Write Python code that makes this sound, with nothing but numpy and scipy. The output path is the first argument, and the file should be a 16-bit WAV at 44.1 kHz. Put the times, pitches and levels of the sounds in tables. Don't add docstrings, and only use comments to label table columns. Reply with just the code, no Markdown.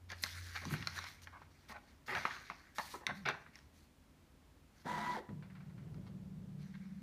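import sys
import numpy as np
from scipy import signal
from scipy.fft import rfft, irfft, next_fast_len
from scipy.io import wavfile
from scipy.ndimage import uniform_filter1d, map_coordinates

SR = 44100
rng = np.random.default_rng(int(sys.argv[2]) if len(sys.argv) > 2 else 0)


def generate_wav(signal):
    frames = np.transpose(np.atleast_2d(signal))
    scaled = np.clip(frames, -1, 1) * 32767
    pcm = np.round(scaled).astype(np.int16)
    wavfile.write(sys.argv[1], SR, pcm)


N = 309582
T = np.arange(N) / SR

# time in seconds, friction in dB before the PULL_DB trim.
PULL_FRICTION = [(0.15, -64), (0.272, -51.5), (0.388, -53), (0.858, -56.5), (0.92, -53.5), (1.048, -53),
                 (1.162, -69), (1.392, -76.5), (1.45, -75)]
# start in seconds, hold in seconds, fade to -60 dB in seconds,
# level in dB, brightness in dB (grain gains it, bending loses it).
PAPER_STROKES = [(0.088, 0.037, 0.15, -59.5, -4), (0.22, 0.021, 0.024, -53, 15),
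                 (0.545, 0.024, 0.06, -56.5, -13.5), (0.698, 0.051, 0.05, -63, 12.5),
                 (0.945, 0.035, 0.035, -54.5, -2), (1.06, 0.051, 0.28, -66, 2.5),
                 (1.215, 0.029, 0.024, -59, 0.5), (1.5, 0.44, 0.26, -76.5, -2),
                 (1.683, 0.042, 0.03, -59, 0), (2.06, 0.13, 0.054, -55.5, -0.5),
                 (2.19, 0.14, 1.08, -57, -4.5), (2.747, 0.19, 0.29, -58, 4.5), (3.136, 0.038, 0.29, -65, 1),
                 (3.3, 0.031, 0.97, -72.5, -8), (3.532, 0.018, 0.42, -69, -2), (3.73, 0.11, 0.28, -78, 7),
                 (4.74, 0.17, 0.11, -74, 1), (6.58, 0.06, 0.54, -72, -3.5), (6.72, 0.28, 0.3, -83, -8)]
# frequency in Hz, gain in dB.
BENDING_SPECTRUM = [(300, -19), (700, -16), (1100, -7), (1600, 0.5), (2200, 0.5), (3000, -17.5),
                    (4500, -21.5), (9000, -47)]
# frequency in Hz, gain in dB.
FIBRE_SPECTRUM = [(1000, -53), (2500, -6.5), (3300, -4.5), (4200, 0), (4900, -2.5), (5700, -3), (6700, -8),
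                  (7600, -23), (10000, -36), (15500, -37)]
# frequency in Hz, gain in dB.
SHEEN_SPECTRUM = [(3000, -37), (6500, 0), (8000, -3), (9700, 1), (10600, -4), (11800, 0.5), (13500, -8),
                  (15500, -5.5)]
# start in seconds, level in dB, centre in Hz,
# bright edge in dB over the body.
SNAPS = [(0.102, -42.5, 1930, -7), (0.118, -42, 1850, -1.5), (0.237, -30.5, 1980, 5),
         (0.262, -40.5, 1420, -13), (0.653, -41, 1030, -1), (0.709, -39, 1230, -19),
         (0.739, -35.5, 1590, -16), (0.825, -39.5, 1990, -14), (0.872, -32.5, 1380, 4),
         (0.989, -38.5, 1190, 0.5), (1.041, -44, 1070, 1), (1.272, -43, 1750, -19), (1.418, -47, 894, -23),
         (1.763, -46, 830, -16), (2.151, -32, 1560, -8), (2.171, -32, 1880, -18), (2.253, -24.5, 1280, -26),
         (2.365, -43, 1450, -21), (2.5, -35, 1174, -16), (2.784, -31.5, 1230, -6.5),
         (3.067, -27.5, 2010, -3), (3.096, -36.5, 1000, -23), (3.26, -39, 1880, -5.5),
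         (3.288, -30.5, 1200, -5), (3.464, -50, 1430, -26), (3.556, -50, 1930, 0.5),
         (3.589, -58.5, 1720, 0), (5.291, -49.5, 988, -26), (5.944, -59, 1260, -5.5)]
# multiple of its centre, level in dB; both scatter from snap to snap.
SNAP_MODE_TABLE = [(.66, -17.5), (1.0, 9), (1.38, -3), (1.8, 0)]
# nominal frequency in Hz, level in dB; both scatter from snap to snap.
EDGE_MODE_TABLE = [(3900, 3.5), (4500, 1.5), (5500, 2.5), (6400, -4), (9700, -13), (12000, -16)]
# start in seconds, hold in seconds, level in dB,
# treble boost in dB before levelling.
CHATTERS = [(0.115, 0.0066, -44, 10), (0.555, 0.0099, -45, 17), (0.615, 0.027, -51.5, -18),
            (0.72, 0.048, -50.5, 10), (0.948, 0.028, -52.5, 11), (1.327, 0.05, -57.5, -24),
            (1.695, 0.032, -52, -13), (1.739, 0.032, -54, -8), (2.08, 0.054, -41.5, -8),
            (2.145, 0.038, -40, -2.5), (2.195, 0.031, -51, 9), (2.264, 0.02, -46.5, -11),
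            (2.306, 0.005, -41.5, -2), (2.506, 0.0045, -48, -6), (2.786, 0.013, -40.5, -9),
            (2.938, 0.01, -47, -32), (3.009, 0.03, -56, -31), (3.09, 0.021, -43, -19),
            (3.253, 0.049, -37.5, 4), (3.284, 0.0089, -33.5, -4), (3.336, 0.014, -50.5, -5),
            (6.063, 0.017, -63.5, 16), (6.738, 0.015, -61.5, 6)]
# start in seconds, hold in seconds, level in dB, centre in Hz.
PUSHES = [(0.655, 0.019, -43, 159), (0.709, 0.035, -38, 146), (0.792, 0.028, -45, 131),
          (2.152, 0.032, -53, 97), (2.936, 0.0082, -51, 356), (3.08, 0.052, -50, 152),
          (3.262, 0.041, -50.5, 413), (4.854, 0.02, -46.5, 174), (5.169, 0.035, -51, 400),
          (5.287, 0.021, -45.5, 166)]
# frequency in Hz, gain in dB.
HOUSING_SPECTRUM = [(71, -27.5), (120, -3), (240, -1.5), (300, -22), (367, -6), (478, -15.5), (563, -3.5),
                    (955, 2), (1350, 1.5), (1830, 3), (2390, -3.5), (3110, -14.5), (4300, -14.5),
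                    (7450, -43), (15500, -45.5)]
# frequency in Hz, gain in dB.
RAIL_SPECTRUM = [(35, -46), (60, -18), (210, -10), (266, -14.5), (343, -8), (394, -17), (721, -11),
                 (792, -16), (976, 0.5), (1070, -11.5), (1960, -12), (2590, -26), (3670, -23.5),
                 (9740, -38.5), (15500, -45)]
# frequency in Hz, width in Hz, level in dB.
FRAME_MODES = [(153, 19, 3), (210.6, 19, 5.5), (350, 8.2, -1), (712, 58, -6), (870, 170, -3)]
# level in dB at the start, swell in dB per second.
MOTOR_ORDERS = [(-59, 4.5), (-71.5, 11)]
# frequency in Hz, time to -60 dB in seconds.
WALL_DECAY = [(150, 0.6), (1500, 0.43), (5000, 0.33), (14000, 0.23)]
# frequency in Hz, gain in dB.
AIR_SPECTRUM = [(15, -40), (25, -11), (79, -3), (113, -15.5), (148, -8.5), (169, -16.5), (253, -12.5),
                (368, -21), (433, -24.5), (523, -23.5), (703, -26.5), (970, -26.5), (1200, -28.5),
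                (2920, -34), (15500, -45.5)]

PULL_DB, PULL_BRIGHT_DB, DULLING_DB_PER_S = -3, 3.5, -8
STROKE_RISE_S = 0.0088
FLUTTER_DB, HISS_DB, SHEEN_DB = -1, -2, -7.5
CRINKLE_PER_S, CRINKLE_DB = 130, -12.5
CRACK_DB = -10.5
RING_DB, RING_T60_S = -8, 0.066
RUN_START_S, RUN_STOP_S, SPEED_UP_S, BRAKE_S = 4.843, 5.216, 0.05, 0.08
WHINE_HZ = 985
ROLL_DB, WHINE_DB, SPEED_LAW = -50, -42, 1.2
PANEL_DB, PANEL_WIDTH_HZ = -7.5, 4.8
FEED_HZ, FEED_DB, FEED_OFF_S, FEED_T60_S = 88.2, -56.5, 0.91, 2.44
MOTOR_ON_S, SHAFT_HZ = 5.3, 18.53
DRONE_HZ, DRONE_DB, DRONE_DB_PER_S = 149.4, -55, -2.5
TICKS_START_S, TICKS_DB, TICKS_T60_S, TICK_SCATTER_S = 5.445, -58.5, 1.57, 0.008
NUDGE_S, NUDGE_LENGTH_S, NUDGE_DB = 3.11, 0.17, -55.5
NUDGE_HZ, NUDGE_RISE_HZ = 135, 69.6
TOP_HZ = 15450


def amp(db):
    return 10 ** (np.asarray(db) / 20)


def unit(x):
    return x / np.sqrt(np.mean(x ** 2) + 1e-20)


def along(points, hz):
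    f, v = np.transpose(points)
    return np.interp(np.log(hz + 1), np.log(f + 1), v)


def wobble(rate):
    return map_coordinates(rng.standard_normal(int(N * rate / SR) + 4), [T * rate])


def filtered(x, response):
    m = next_fast_len(len(x) + 8192)
    return irfft(rfft(x, m) * response(np.fft.rfftfreq(m, 1 / SR)), m)[:len(x)]


def resonance(f, hz, width):
    return 1j * f * width / (hz * hz - f * f + 1j * f * width)


def treble(f, hz):
    return f ** 4 / (f ** 4 + hz ** 4)


def grains(rate, spread_db, size=N):
    struck = rng.random(size) < rate / SR
    sizes = amp(spread_db * rng.standard_normal(size))
    return unit(rng.standard_normal(size) * struck * sizes)


def patchy(x, depth_db, order=7):
    z = signal.stft(x, nperseg=512)[2]
    field = rng.standard_normal(z.shape)
    for axis in (0, 1, 0, 1):
        field = uniform_filter1d(field, size=order, axis=axis)
    coloured = z * amp(depth_db * unit(field))
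    return unit(signal.istft(coloured, nperseg=512)[1][:len(x)])


def burst(t, length, rise, t60):
    return (1 - np.exp(-t / rise)) * amp(-60 * np.maximum(t - length, 0) / t60)


def gate(start, length, rise, t60):
    return burst(np.maximum(T - start, 0), length, rise, t60)


def add(track, s, x):
    part = track[max(round(s * SR), 0):][:len(x)]
    part += x[:len(part)]


def rub(spectrum, rate, depth_db):
    coloured = filtered(grains(rate, 0.5), lambda f: amp(along(spectrum, f)))
    return patchy(coloured, depth_db)


def paper():
    times, friction = np.transpose(PULL_FRICTION)
    start, end = times[0], times[-1]
    pull = amp(np.interp(T, times, friction) + PULL_DB) * gate(start, end - start, 0.013, 0.16)
    pull_bright = PULL_BRIGHT_DB + DULLING_DB_PER_S * np.minimum(T, end)

    contacts = [(pull, pull_bright)]
    for s, length, fade, db, bright_db in PAPER_STROKES:
        contacts.append((amp(db) * gate(s, length, STROKE_RISE_S, fade), bright_db))
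    bending_force = sum(force * amp(-bright) for force, bright in contacts)
    rubbing_force = sum(force for force, bright in contacts)
    grain_force = sum(force * amp(bright) for force, bright in contacts)

    flutter = amp(FLUTTER_DB) * bending_force * rub(BENDING_SPECTRUM, rate=2600, depth_db=3.5)
    crinkle = unit(filtered(grains(CRINKLE_PER_S, 3.6),
                            lambda f: amp(along(FIBRE_SPECTRUM, f)) + amp(along(BENDING_SPECTRUM, f))))
    fibres = amp(HISS_DB) * rub(FIBRE_SPECTRUM, rate=3700, depth_db=2.5)
    hiss = rubbing_force * (fibres + amp(CRINKLE_DB) * crinkle)
    sheen = amp(SHEEN_DB) * grain_force * rub(SHEEN_SPECTRUM, rate=6200, depth_db=1.5)
    grip = amp(1.2 * wobble(45))
    return grip * (flutter + hiss + sheen)


def struck(t, modes, scale, t60):
    tones = 0
    for multiple, db in modes:
        hz = multiple * scale * np.exp(rng.normal(0, 0.046))
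        tones = tones + amp(db + rng.normal(0, 2.85)) * np.sin(2 * np.pi * (hz * t + rng.random()))
    fade = burst(t, 0, 0.0004, t60)
    return unit(tones * fade) * np.sqrt(np.mean(fade ** 2)) / fade.max()


def clicks():
    out, t = np.zeros(N), np.arange(SR // 5) / SR
    for s, db, hz, edge_db in SNAPS:
        crack = filtered(rng.standard_normal(len(t)), lambda f: treble(f, 2500) * (1 - treble(f, 7000)))
        crack = unit(crack) * burst(t, 0.00056, 0.00074, 0.014)
        edge = amp(-1.5) * struck(t, EDGE_MODE_TABLE, 0.99, t60=0.0092) + amp(CRACK_DB) * crack
        snap = struck(t, SNAP_MODE_TABLE, hz, t60=0.0099) + amp(edge_db) * edge
        ring = unit(filtered(rng.standard_normal(len(t)), lambda f: amp(along(HOUSING_SPECTRUM, f))))
        ring = amp(RING_DB) * ring * burst(t, 0, 0.00092, RING_T60_S)
        add(out, s, amp(db) * (snap + ring))
    return out


def rattles():
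    out, t = np.zeros(N), np.arange(SR // 2) / SR
    for s, length, db, treble_db in CHATTERS:
        panel = rng.standard_normal(len(t)) * amp(-60 * t / 0.017)
        impacts = signal.fftconvolve(grains(4000, 2.2, size=len(t)), panel)[:len(t)]
        body = filtered(impacts, lambda f: amp(along(HOUSING_SPECTRUM, f) + treble_db * treble(f, 2900)))
        add(out, s, amp(db) * unit(body) * burst(t, length, 0.0007, 0.085))
    return out


def thumps():
    out, t = np.zeros(N), np.arange(SR // 3) / SR
    for s, length, db, hz in PUSHES:
        shape = burst(t, length, 0.0013, 0.15)
        noise = rng.standard_normal(len(t))
        shake = shape * filtered(noise, lambda f: resonance(f, hz, 0.68 * hz) ** 2)
        add(out, s, amp(db) * shake * np.linalg.norm(shape) / np.linalg.norm(shake))
    return out


def frame_response(f):
    return sum(amp(db) * resonance(f, hz, width) ** 2 for hz, width, db in FRAME_MODES)


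def carriage():
    ramp = np.clip(np.minimum((T - RUN_START_S) / SPEED_UP_S, (RUN_STOP_S - T) / BRAKE_S), 0, 1)
    speed = np.sin(np.pi / 2 * ramp)
    effort = speed ** SPEED_LAW
    flutter = 0.003 * wobble(70)
    turn = 2 * np.pi * np.cumsum(WHINE_HZ * speed * (1 + flutter)) / SR

    drive = grains(6000, 1) * (1 + 0.12 * np.cos(turn))
    roll = patchy(filtered(drive, lambda f: amp(along(RAIL_SPECTRUM, f))), depth_db=1)
    frame = unit(filtered(rng.standard_normal(N), frame_response))
    rolling = amp(ROLL_DB) * effort * (amp(6.0) * roll + amp(-0.5) * frame)

    whine_level = effort * amp(WHINE_DB + 2.2 * wobble(35))
    octave = amp(-9 + 2 * wobble(35)) * np.sin(2 * turn)
    whine = whine_level * (np.sin(turn) + octave)
    panel = filtered(whine, lambda f: resonance(f, WHINE_HZ, PANEL_WIDTH_HZ))
    return rolling + whine + amp(PANEL_DB) * panel


def tone(hz, drift):
    return np.sqrt(2) * np.sin(2 * np.pi * np.cumsum(hz * (1 + drift * wobble(9))) / SR)


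def feed_motor():
    level = gate(0, FEED_OFF_S, 0.015, FEED_T60_S) * amp(FEED_DB + 4.3 * wobble(9.8))
    return level * tone(FEED_HZ, 0.017)


def case_response(f):
    return resonance(f, 122, 105) ** 2 + 0.7 * resonance(f, 56, 6.3) + 0.053 * resonance(f, 300, 90)


def slow_motor():
    age = np.maximum(T - MOTOR_ON_S, 0)
    drone = amp(DRONE_DB + DRONE_DB_PER_S * age + 4.4 * wobble(14)) * tone(DRONE_HZ, 0.0191)
    orders = 0
    for order, (db, swell) in enumerate(MOTOR_ORDERS, 10):
        orders = orders + amp(db + swell * age) * tone(order * SHAFT_HZ, 0.00053)
    rumble = amp(-62.5 + 5.7 * wobble(3.8)) * unit(filtered(rng.standard_normal(N), case_response))
    return gate(MOTOR_ON_S, T[-1], 0.0073, 1) * (drone + orders + rumble)


def ticking():
    out, t = np.zeros(N), np.arange(SR // 10) / SR
    for age in np.arange(0, 1, 1 / SHAFT_HZ):
        noise = rng.standard_normal(len(t))
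        tooth = unit(filtered(noise, lambda f: amp(along(HOUSING_SPECTRUM, f) + 4.6 * treble(f, 2200))))
        level_db = TICKS_DB - 60 * age / TICKS_T60_S + rng.normal(0, 2.5)
        start = TICKS_START_S + age + rng.normal(0, TICK_SCATTER_S)
        add(out, start, amp(level_db) * tooth * burst(t, 0, 0.0006, 0.18))
    return out


def nudge():
    speed = np.sin(np.pi * np.clip((T - NUDGE_S) / NUDGE_LENGTH_S, 0, 1))
    turn = 2 * np.pi * np.cumsum(NUDGE_HZ + NUDGE_RISE_HZ * speed ** 2) / SR
    level = amp(NUDGE_DB) * gate(NUDGE_S, NUDGE_LENGTH_S, 0.01, 0.11)
    return level * np.sqrt(2) * np.sin(turn)


def walls(x):
    hz, t, z = signal.stft(rng.standard_normal(SR // 2), SR, nperseg=256)
    decay = amp(-60 * t / along(WALL_DECAY, hz)[:, None])
    tail = signal.istft(z * decay, SR, nperseg=256)[1]
    return signal.fftconvolve(x, tail / np.linalg.norm(tail))[:N]


def ventilation():
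    return amp(-64) * unit(filtered(rng.standard_normal(N), lambda f: amp(along(AIR_SPECTRUM, f))))


def scene():
    near = paper() + clicks() + rattles() + thumps() + carriage() + ticking()
    hums = feed_motor() + slow_motor() + nudge()
    return (near + amp(-12) * walls(near) + hums + ventilation())[None]


def record(dry):
    return np.array([filtered(x, lambda f: treble(f, 36) * (f < TOP_HZ)) for x in dry])


dry = scene()
out = record(dry)
generate_wav(out)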